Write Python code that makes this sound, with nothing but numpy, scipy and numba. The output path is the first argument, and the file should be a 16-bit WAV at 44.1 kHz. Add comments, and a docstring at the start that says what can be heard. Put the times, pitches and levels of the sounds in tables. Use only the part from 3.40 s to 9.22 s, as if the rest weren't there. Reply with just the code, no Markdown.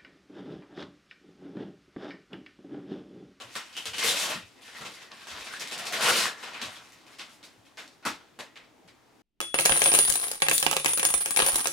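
"""A small hard room with a wooden floor: a dog noses, drags and tears wrapping paper, then steps off it.
Creases buckle in tiny damped pops: dense showers while the sheet moves, single snaps under nose and paws.
Dry clicks give sharp ticks and some early echoes, short pitched rings glide, boards boom under weight.
Echoes and a short diffuse tail answer all but the dry clicks; a faint hum and hiss lie under it all."""
import sys
import numpy as np
from scipy import signal
from scipy.fft import rfft, irfft, next_fast_len
from scipy.io import wavfile
from scipy.ndimage import uniform_filter1d
from numba import njit

SR = 44100
rng = np.random.default_rng(int(sys.argv[2]) if len(sys.argv) > 2 else 0)


def persist_wave(psi):
    """Save psi, clipped to +-1, as 16-bit WAV."""
    counts = np.round(np.clip(psi, -1, 1) * 32767).astype(np.int16)
    wavfile.write(sys.argv[1], SR, np.atleast_2d(counts).T)


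N = 256660  # length [samples]
PLACES = 5  # spots on the floor, each with its own echo pattern

# creases giving way under nose and paws: (time [s], relative level [dB], crease pitch [Hz],
# ring [dB], bass tilt [dB], treble tilt [dB], length of the run [ms])
CREASE_SNAPS = [(0.001, -28, 3020, -1.5, 8, -1, 8.9), (0.154, -16, 1460, -8, -59, 4, 8.4),
                (0.328, -31, 4900, 0, -28, -1, 1.7), (0.3527, -32.5, 3040, 10, -30, -16, 17.3),
                (0.367, -19, 3040, 0, -14, 2, 8.5), (0.4559, -18, 3240, -9, -7, 7.5, 11.7),
                (0.534, -20, 3100, 3, -20, -2, 4.4), (0.543, -25, 3000, -2, -25, -10, 5.1),
                (0.583, -14.5, 3180, -7, -25, 5.5, 5.4), (0.6273, -20, 2050, 7.5, -2, -11, 1.76),
                (0.6817, -14, 3850, 5, -25, 7, 4.1), (0.8245, -23, 2800, 2, -15, 16.5, 9),
                (0.919, -17, 1330, -2, -23, -18, 7.7), (0.958, -30, 1930, 7, -20, -10, 2.2),
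                (1.279, -30.5, 1640, -3, -36, -2, 7.5), (1.3493, -24.5, 1940, -1, -28, -26, 7.2),
                (1.4105, -23.5, 1340, -7, -2, -2.5, 9.7), (1.451, -20, 2600, -5, -6, -7.5, 8.5),
                (1.714, -26.5, 3000, -5, -3, -25, 4), (1.8702, -27, 1550, 0, -22, 4, 8.5),
                (1.9032, -26, 2070, -9, -28, 2, 7.2), (2.0078, -36.5, 2450, 7, -15, 11.5, 3.3),
                (2.061, -25, 2210, 1, -26, -6, 10.4), (2.1384, -25.5, 1780, 5, -44, -12, 1.23),
                (2.1973, -19.5, 5600, -9, -25, 5, 7.3), (2.208, -18.5, 2110, -6, -6, 2, 11.9),
                (2.2737, -23.5, 4200, -7, -32, 3.5, 1.64), (2.3124, -17, 3100, -8, -10, 1, 14.3),
                (2.378, -26, 3570, -9, -23, 14, 4), (2.4544, -20, 754, -12, -18, 2, 8.1),
                (2.4637, -19.5, 4300, -4, -19, 4.5, 9.9), (2.5242, -17, 1920, -6, -1, 10.5, 8.2),
                (2.534, -15, 2070, -8, 0, 1, 7), (2.5533, -14.5, 2310, -12, -10, -10, 5.5),
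                (2.6107, -14.5, 1580, 1, -22, 8, 10.2), (2.624, -22, 1410, -1, -16, 6, 6),
                (2.66, -12, 2830, 4.5, -10, -10, 9.6), (2.6846, -10, 2000, 1, -4, 13.5, 9.2),
                (2.7029, -17, 2810, -12, -12, 6, 3.3), (2.773, -21, 4380, 13, -24, 4, 7.2),
                (2.855, -16, 1644, 4, -7, 3.5, 2.32), (2.874, -22.5, 1550, -10, -21, -21, 8),
                (3.0279, -20, 1890, -7, -9, -3, 6.2), (3.068, -22, 1390, -6, -15, -26, 18),
                (3.135, -26, 2550, 0, -15, -13, 5), (3.2161, -18.5, 3700, -7, -6, 1, 5),
                (3.3573, -32.5, 3400, 1, -28, 1.5, 11.4), (3.5212, -39, 1960, -1, -35, 11, 1.26),
                (3.666, -38.5, 2150, -7, -35, 4.5, 9.8), (3.6918, -38.5, 950, -5, -36, -11.5, 8.6),
                (3.786, -24.5, 3200, -8, -37, -2, 6.2), (3.795, -20.5, 3050, -15, -14, -12, 14.8),
                (4.0286, -29, 4280, -2, -8, -8, 1.9), (4.038, -44.5, 4660, 0, -35, 18, 15),
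                (4.2524, -39, 3270, -12, -33, -13, 9), (4.3723, -26.5, 2000, -13, -2, -6, 5.8),
                (4.378, -22.5, 1910, -17, -17, -5, 17.5), (4.4762, -40, 4500, -4.5, -35, 2, 1.2),
                (4.6265, -29.5, 705, -12, -30, -29, 10), (4.652, -14.5, 1284, 4, -9, 7, 9.9),
                (4.663, -15, 917, 6, -14, 0, 5.6), (4.9897, -21, 590, 2.5, 0, 0.5, 12.4),
                (5.1572, -26, 2260, -3, -36, -23, 19), (5.2394, -40, 2660, -6, -37, -16, 8.4),
                (5.477, -37.5, 2340, -12, -35, 0.5, 4.5)]
# radiation colour of the paper: (frequency [Hz], relative spectral density [dB per Hz])
PAPER_COLOUR = [(35, -64), (60, -15), (139, -6), (198, -16), (268, -3.5), (338, -36), (480, -6),
                (785, -8.5), (1380, -1), (2250, -5.5), (3120, -3), (9570, -15.5), (13000, -18),
                (16000, -24)]
# where the dog stands: (time [s], left minus right [dB])
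DOG_PAN = [(0, 1.3), (2.0, 1.1), (3.0, 1.5), (3.7, 1.5), (4.1, 0.3), (4.65, 1), (5.8, 0)]


def undb(db):
    """Amplitude gain is a power of ten of the level in decibels."""
    return 10 ** (np.asarray(db) / 20)


def over(table, hz):
    """Interpolates (frequency, value) points on a logarithmic frequency axis, as hearing spaces pitch."""
    table = np.array(table)
    return np.interp(np.log(hz), np.log(table[:, 0]), table[:, 1])


def pan_at(s):
    """Interchannel level difference [dB] that follows the dog's position."""
    return np.interp(s, *np.transpose(DOG_PAN))


def band(x, hz):
    """Band-pass filtering: half an octave between half-power points, with cosine skirts."""
    n = next_fast_len(x.shape[-1])
    f = np.fft.rfftfreq(n, 1 / SR) + 1e-9
    shape = np.cos(np.pi / 2 * np.clip(2 * np.log2(f / hz), -1, 1))
    return irfft(rfft(x, n) * shape, n)[..., :x.shape[-1]]


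def walk(rate):
    """Low-pass random modulation: normal draws, rate [per s], joined by straight slews."""
    k = int(SR / rate)
    held = np.repeat(rng.standard_normal(N // k + 1), k)
    return uniform_filter1d(held, k)[:N]


@njit
def ring(out, place, start, hz, cycles, phase, left, right):
    """Damped oscillation: a sine decays by e every so many cycles; a faster decay shapes its onset."""
    for k in range(len(start)):
        slow = fast = np.exp(1j * phase[k])
        slow_step = np.exp((2j * np.pi - 1 / cycles[k]) * hz[k] / SR)
        fast_step = np.exp((2j * np.pi - 4 / cycles[k]) * hz[k] / SR)
        # six decay constants: about 50 dB down
        end = start[k] + int(6 * cycles[k] * SR / hz[k])
        for i in range(start[k], min(out.shape[2], end)):
            pop = (slow - fast).imag
            out[place[k], 0, i] += left[k] * pop
            out[place[k], 1, i] += right[k] * pop
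            slow *= slow_step
            fast *= fast_step
    return out


def pops(s, hz, db, pan_db, cycles, chance):
    """Impulsive radiation: energy is scaled for decay time, then placed on the floor and in stereo."""
    size = undb(db) * np.sqrt(hz / cycles / SR)
    start = np.clip(s * SR, 0, N).astype(np.int64)
    # one random number gives both the spot and, by its remainder, the phase
    place = (chance * PLACES).astype(np.int64)
    phase = 2 * np.pi * (chance * PLACES % 1)
    left = size * undb(pan_db / 2)
    right = size * undb(-pan_db / 2)
    return ring(np.zeros((PLACES, 2, N)), place, start, hz, cycles, phase, left, right)


def hush(noise_db=-60.5, width=.6, balance_db=.8):
    """Stationary broadband noise with flickering low bands, plus a steady sinusoidal hum."""
    # colour of murmur and hiss: (frequency [Hz], relative spectral density [dB per Hz])
    noise_colour = [(15, -48), (25, -11), (123, -2), (185, -4.5), (285, 3), (427, -2.5), (503, -1.5),
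                    (677, -6), (1020, -0.5), (1130, -7), (6210, -19), (12900, -28), (16000, -49)]
    # mains hum: (frequency [Hz], level before stereo balance [dB rms])
    hum_tones = [(121, -82.5)]
    noise = 0
    for hz in 25 * 2 ** np.arange(0, 9.6, .5):
        mid, side = band(rng.standard_normal((2, N)), hz)
        flicker_db = 2.5 * np.clip(np.log2(3000 / hz) / 3, .2, 1) * walk(14)
        pair = mid + width * side * np.array([[1], [-1]])
        noise = noise + undb(over(noise_colour, hz) + flicker_db) * pair
    noise = noise * undb(noise_db) / np.std(noise)
    t = np.arange(N) / SR
    hum = sum(np.sqrt(2) * undb(db) * np.sin(2 * np.pi * hz * t) for hz, db in hum_tones)
    return (noise + hum) * undb([[balance_db], [-balance_db]])


def motion_db(s, settle_db=-26, settle_db_per_s=126):
    """Power addition: the dog's pull plus the sheet's exponentially fading crackle after each snap."""
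    # how hard the sheet is moved: (time [s], relative level [dB])
    pull = [(0, -50), (.06, -48.5), (.13, -48), (.3, -51), (.52, -47.5), (.575, -37.5), (.61, -31.5),
            (.66, -31.5), (.72, -29.5), (.78, -30), (.86, -33.5), (.925, -31.5), (.98, -60), (1.1, -60.5),
            (1.2, -54), (1.27, -48), (1.36, -47), (1.47, -51.5), (1.6, -46.5), (1.68, -56.5), (1.76, -47),
            (1.9, -40), (2.05, -43), (2.12, -36), (2.18, -47.5), (2.3, -45), (2.35, -38.5), (2.55, -39),
            (2.63, -20.5), (2.69, -24), (2.74, -24), (2.78, -26.5), (2.84, -32), (2.92, -64), (2.96, -46),
            (3.01, -40), (3.08, -39), (3.2, -40.5), (3.27, -39), (3.35, -45), (3.5, -59.5), (3.7, -56),
            (4.1, -65.5), (5.82, -83)]
    power = undb(2 * np.interp(s, *np.transpose(pull)))
    for start, db, *_ in CREASE_SNAPS:
        settling_db = db + settle_db - settle_db_per_s * np.abs(s - start)
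        power = power + (s > start) * undb(2 * settling_db)
    return 10 * np.log10(power)


def rustle(count=17000, scatter_db=3.0, cycles=0.82, ring_cycles=6, gust_db=1.1, gain_db=14):
    """Crackling noise: a shower of random pops, small creases high and many, big folds low."""
    # colour of the shower: (time [s], bass tilt [dB], treble tilt [dB],
    # pitch of the air pocket between the sheets [Hz], its ring [dB])
    pocket_course = [(0, 9, 8, 1980, -12), (.1, -10, 0, 2530, -10), (.25, -17, -2, 3100, -1.5),
                     (.42, 2, 2, 3050, -7), (.55, -5, 1, 3130, -19), (.6, -2.5, 8.5, 2080, -14),
                     (.67, -2, 8.5, 3320, -8), (0.751, 0, 4.5, 3150, -12), (.9, 2, 4, 3040, -5),
                     (1.25, -15, -0.5, 1840, -3), (1.45, 11, 3.5, 2160, -5), (1.6, -1, -1.5, 1900, -2),
                     (1.8, -10, -6, 1630, 1), (2.04, 1.5, -1, 1500, -17), (2.12, -20, -3.5, 1600, -13),
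                     (2.19, 10, 7, 1820, -8), (2.25, -2, 2, 2130, 3), (2.4, 4, -1, 2380, -4),
                     (2.63, 1.5, 0, 1390, -11), (2.718, 2, 2, 1510, -5), (2.739, -10, 6, 2950, -2),
                     (2.8, 1, 8.5, 2870, -5), (2.86, 6, 9.5, 1580, -3), (2.89, 10, 7, 1560, -6),
                     (2.96, 3, -4, 1760, 3), (3.02, -1, -5, 1710, -13), (3.08, -3.5, -7, 1510, -12),
                     (3.2, -3.5, -7, 1700, -19), (3.4, 5, -2.5, 2280, -6), (4.4, 4, 2.5, 1900, -6),
                     (4.7, -6, -3.5, 1225, -3), (5.2, 2, -17, 2280, 1)]
    # hollow scrape of the big fold dragged on the boards: (time [s], pitch [Hz], ring [dB])
    fold_course = [(0, 525, -10), (.3, 497, -20), (.6, 442, 24.5), (.66, 515, 9), (.75, 595, 0),
                   (.93, 624, 6), (1.4, 453, -6), (2.2, 470, 0), (2.32, 720, 9), (2.42, 737, 7),
                   (2.55, 740, 11.5), (2.63, 487, 2), (2.72, 475, 1), (2.849, 475, -6.5), (3.2, 573, -5),
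                   (4.4, 474, -20), (5.82, 480, -12)]
    u = rng.random((count, 7)).T
    # one crease gives four pops at once, from one spot: a broad click
    u[[0, 2, 4]] = np.repeat(u[[0, 2, 4], ::4], 4, axis=1)
    u[5] = (np.repeat(rng.integers(0, PLACES, count // 4), 4) + u[5]) / PLACES
    s = u[0] * N / SR
    hz = 90 * 2 ** (7.5 * u[1] ** .7)
    db = motion_db(s)
    t, *columns = np.transpose(pocket_course)
    body_db, edge_db, pocket_hz, pocket_db = (np.interp(s, t, c) for c in columns)
    t, *columns = np.transpose(fold_course)
    fold_hz, fold_db = (np.interp(s, t, c) for c in columns)
    pocket = u[6] < .08
    fold = u[6] > .96
    rings = pocket | fold
    # the hollows change shape all the time: pitch drifts, the ring breaks up, the colour tips
    at = (u[0] * N).astype(int)
    drift_oct = 0.06 * walk(30)[at]
    broken_db = 4.5 * walk(35)[at]
    tip_db = 1.5 * walk(40)[at]
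    hollow_hz = np.where(fold, fold_hz, pocket_hz) * 2 ** (0.17 * (u[1] - .5) + drift_oct)
    hz = np.where(rings, hollow_hz, hz)
    octave = np.log2(hz / 2000)
    colour = over(PAPER_COLOUR, hz) + 10 * np.log10(hz / 2000)  # density to octave power
    colour = colour + pocket * pocket_db + fold * fold_db + rings * broken_db
    colour = colour + tip_db * np.clip(octave, -2, 2)
    colour = colour + body_db * np.clip(-octave / 2, 0, 1) + edge_db * np.clip(octave / 2, 0, 1)
    # bunches come and go
    bunch_db = gust_db * (walk(200) + walk(70) + walk(35.08))[at]
    # most creases are small, a few large, none larger than the sheet allows
    size_db = scatter_db * np.minimum(-np.log(u[2]), 3.8) + bunch_db
    length = np.where(rings, ring_cycles, cycles) * (.5 + u[3])
    pan_db = pan_at(s) + 2.0 * (2 * u[4] - 1)
    return pops(s, hz, db + gain_db + colour + size_db, pan_db, length, u[5])


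def snaps(count=90, peak_db=4, peak_oct=0.8, cycles=0.64, ring_cycles=4.0, gain_db=-1.5, fade_db=3,
          front=.3, front_ms=.5):
    """Buckling instability: a sharp front, then a quick run of pops, one in fifteen ringing on pitch."""
    s, db, crease_hz, ring_db, body_db, edge_db, ms = np.array(CREASE_SNAPS).T[:, :, None]
    u = rng.random((len(s), 5, count)).transpose(1, 0, 2)
    rings = np.arange(count) % 15 == 7
    hz = 130 * 2 ** (6.9 * (np.arange(count) + u[0]) / count)  # evenly spread in octaves
    hz = np.where(rings, crease_hz * 2 ** (0.19 * (u[0] - .5)), hz)
    octave = np.log2(hz / crease_hz)
    colour = peak_db * np.exp(-(octave / peak_oct) ** 2)
    colour = colour + over(PAPER_COLOUR, hz) + 10 * np.log10(hz / 2000)
    colour = colour + body_db * np.clip(-octave / 3, 0, 1)
    colour = colour + edge_db * np.clip(np.log2(hz / 2500) / 2, 0, 2)
    # the front share of the pops starts together, the rest follow over the run
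    run = np.abs(ms) / 1000 * np.clip((u[1] - front) / (1 - front), 0, 1)
    late = run + front_ms / 1000 * u[0]
    size_db = db + gain_db + colour + ring_db * rings + 6.88 * u[2] - fade_db * u[1]
    length = np.where(rings, ring_cycles, cycles) * (.5 + u[3])
    columns = (s + late, hz, size_db, pan_at(s), length, u[4])
    return pops(*(np.ravel(v + 0 * hz) for v in columns))


def room(dry, tail_db=-23.0, build_ms=7, wander_ms=1.5):
    """Reverberation by convolution: direct sound, early reflections, then a diffuse decaying tail."""
    # reverberation time: (frequency [Hz], time to fall 60 dB [s])
    decay_time = [(100, 0.21), (300, 0.2), (800, 0.24), (2000, 0.25), (5000, 0.23), (13000, 0.18)]
    # likeness of left and right in the tail: (frequency [Hz], correlation [0 to 1])
    likeness = [(100, 1), (400, 0.88), (800, 0.6), (4000, 0.73), (13000, 0.88)]
    # floor and walls: (earliest delay [ms], level re direct sound [dB])
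    reflections = [(2.5, -5), (8.5, -2), (12.5, -6.5), (25.0, -15)]
    t = np.arange(int(.5 * SR)) / SR
    tail = 0
    for hz in 30 * 2 ** np.arange(0, 9.6, .5):
        mid, side = band(rng.standard_normal((2, PLACES, 1, len(t))), hz)
        alike = np.clip(over(likeness, hz), 0, 1)
        pair = np.sqrt(1 + alike) * mid + np.sqrt(1 - alike) * side * np.array([[1], [-1]])
        tail = tail + pair * undb(-60 * t / over(decay_time, hz))
    response = undb(tail_db) * tail * (1 - np.exp(-(1000 * t / build_ms) ** 2))
    response[:, :, 0] += 1  # direct sound
    spots = np.arange(PLACES)
    for k, (ms, db) in enumerate(reflections):
        i = ((ms + wander_ms * rng.random(PLACES)) * SR / 1000).astype(int)
        # each echo reaches one side a few samples earlier, the sides taking turns
        lead = rng.integers(1, 6, PLACES)
        response[spots, 0, i + lead * (k % 2)] += undb(db)
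        response[spots, 1, i + lead * (1 - k % 2)] += undb(db)
    n = next_fast_len(N + len(t))
    return irfft((rfft(dry, n) * rfft(response, n)).sum(axis=0), n)[:, :N]


def dry_clicks(count=12, spread_oct=1.51, length_ms=2.556, cycles=1.46, gain_db=14):
    """Superposed transients: a dozen pops around one pitch within a few milliseconds, without room."""
    # dry clicks heard without room: sharp ticks, and some early echoes of snaps and steps:
    # (time [s], relative level [dB], pitch [Hz])
    clicks = [(0.0203, -39, 4500), (0.1535, -42, 1510), (0.5835, -28, 3500), (0.6284, -23, 1700),
              (0.661, -28, 3200), (0.6847, -20.5, 2570), (0.7125, -27, 3600), (0.7205, -29, 2500),
              (0.829, -31, 2900), (0.841, -28, 2610), (1.7177, -37, 3230), (2.0096, -35.5, 2380),
              (2.1378, -28.5, 1910), (2.1475, -41, 1810), (2.2746, -32, 4200), (2.4683, -27.5, 4300),
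              (2.661, -27, 2800), (2.6805, -24, 1500), (2.691, -25, 2000), (2.7045, -20, 2800),
              (2.8555, -20, 1580), (3.222, -31, 4040), (3.7945, -34, 3000), (4.0295, -53, 4100),
              (4.4775, -44, 4970), (4.657, -27, 1200), (4.663, -24, 1080), (4.6674, -21, 1320),
              (4.684, -30.5, 1190), (4.9932, -37, 1310), (5.0065, -31, 2600), (5.158, -47, 2200),
              (5.174, -39, 2700)]
    s, db, hz = np.array(clicks).T[:, :, None]
    u = rng.random((len(s), 3, count)).transpose(1, 0, 2)
    hz = hz * 2 ** (spread_oct * (u[0] - .5))
    late = length_ms / 1000 * u[1] ** 2  # crowded towards the start
    columns = (s + late, hz, db + gain_db, pan_at(s), cycles, u[2])
    return pops(*(np.ravel(v + 0 * hz) for v in columns)).sum(axis=0)


def thuds(cycles=0.92, gain_db=14, pan_db=3.5):
    """Heavily damped resonance: the boards give a short dull boom under each shift of weight."""
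    # paws and body weight on the boards: (time [s], relative level [dB], pitch [Hz])
    footfalls = [(0.036, -41, 111), (0.472, -35, 95), (0.539, -44, 88.8), (0.949, -27, 196),
                 (1.017, -37.5, 91), (1.406, -33, 184), (1.909, -36, 78.1), (1.979, -42, 53.8),
                 (2.069, -45, 45.8), (2.641, -33, 160), (2.69, -39, 261), (3.222, -29, 265),
                 (3.25, -35, 98.5), (3.521, -50, 112), (4.177, -41, 142), (4.654, -22, 270),
                 (4.701, -28, 280), (4.986, -35, 257), (5.439, -42, 171)]
    s, db, hz = np.transpose(footfalls)
    booms = pops(s, hz, db + gain_db, pan_db + 0 * s, cycles + 0 * s, rng.random(len(s)))
    return signal.sosfilt(signal.butter(2, 42, "high", fs=SR, output="sos"), booms)


def pitched_rings(count=60, cycles=6, spread_oct=0.17, fade_db=6, scatter_db=5):
    """Narrow resonance: a quick train of damped pops glides from a first pitch to a last."""
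    # short pitched rings: a sliding edge or fold, and the hollow knock of a step at 4.65 s:
    # (time [s], length [s], first pitch [Hz], last pitch [Hz], relative level [dB])
    glides = [(0.608, 0.046, 2080, 2080, -34), (2.083, 0.16, 1500, 2030, -44),
              (2.868, 0.087, 1580, 1750, -48), (4.648, 0.02, 1353, 1090, -31.5),
              (5.16, 0.03, 2160, 2530, -56)]
    s, length, first_hz, last_hz, db = np.array(glides).T[:, :, None]
    u = rng.random((len(s), 4, count)).transpose(1, 0, 2)
    part = (np.arange(count) + u[0]) / count
    glide_hz = first_hz * (last_hz / first_hz) ** part
    hz = glide_hz * 2 ** (spread_oct * (u[1] - .5))
    # the level is shared out among the pops
    size_db = db + 10 * np.log10(length * SR / count) - fade_db * part + scatter_db * (u[2] - .5)
    columns = (s + length * part, hz, size_db, pan_at(s), cycles, u[3])
    return pops(*(np.ravel(v + 0 * hz) for v in columns))


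def scene():
    """Superposition: paper, rings and paws in the room, dry clicks and the quiet background."""
    # a thin sheet radiates no deep bass, and the air softens its highest treble
    paper = rustle() + snaps() + pitched_rings()
    paper = signal.sosfilt(signal.butter(4, 140, "high", fs=SR, output="sos"), paper)
    paper = signal.sosfilt(signal.butter(2, 11000, fs=SR, output="sos"), paper)
    return room(paper + thuds()) + dry_clicks() + hush()


def record(dry, top_hz=15900):
    """Band limiting: the microphones lose the deepest bass, and a steep low-pass cuts the top."""
    dry = signal.sosfilt(signal.butter(1, 30, "high", fs=SR, output="sos"), dry)
    return signal.sosfilt(signal.ellip(12, .2, 100, top_hz, fs=SR, output="sos"), dry)


dry = scene()
out = record(dry)
persist_wave(out)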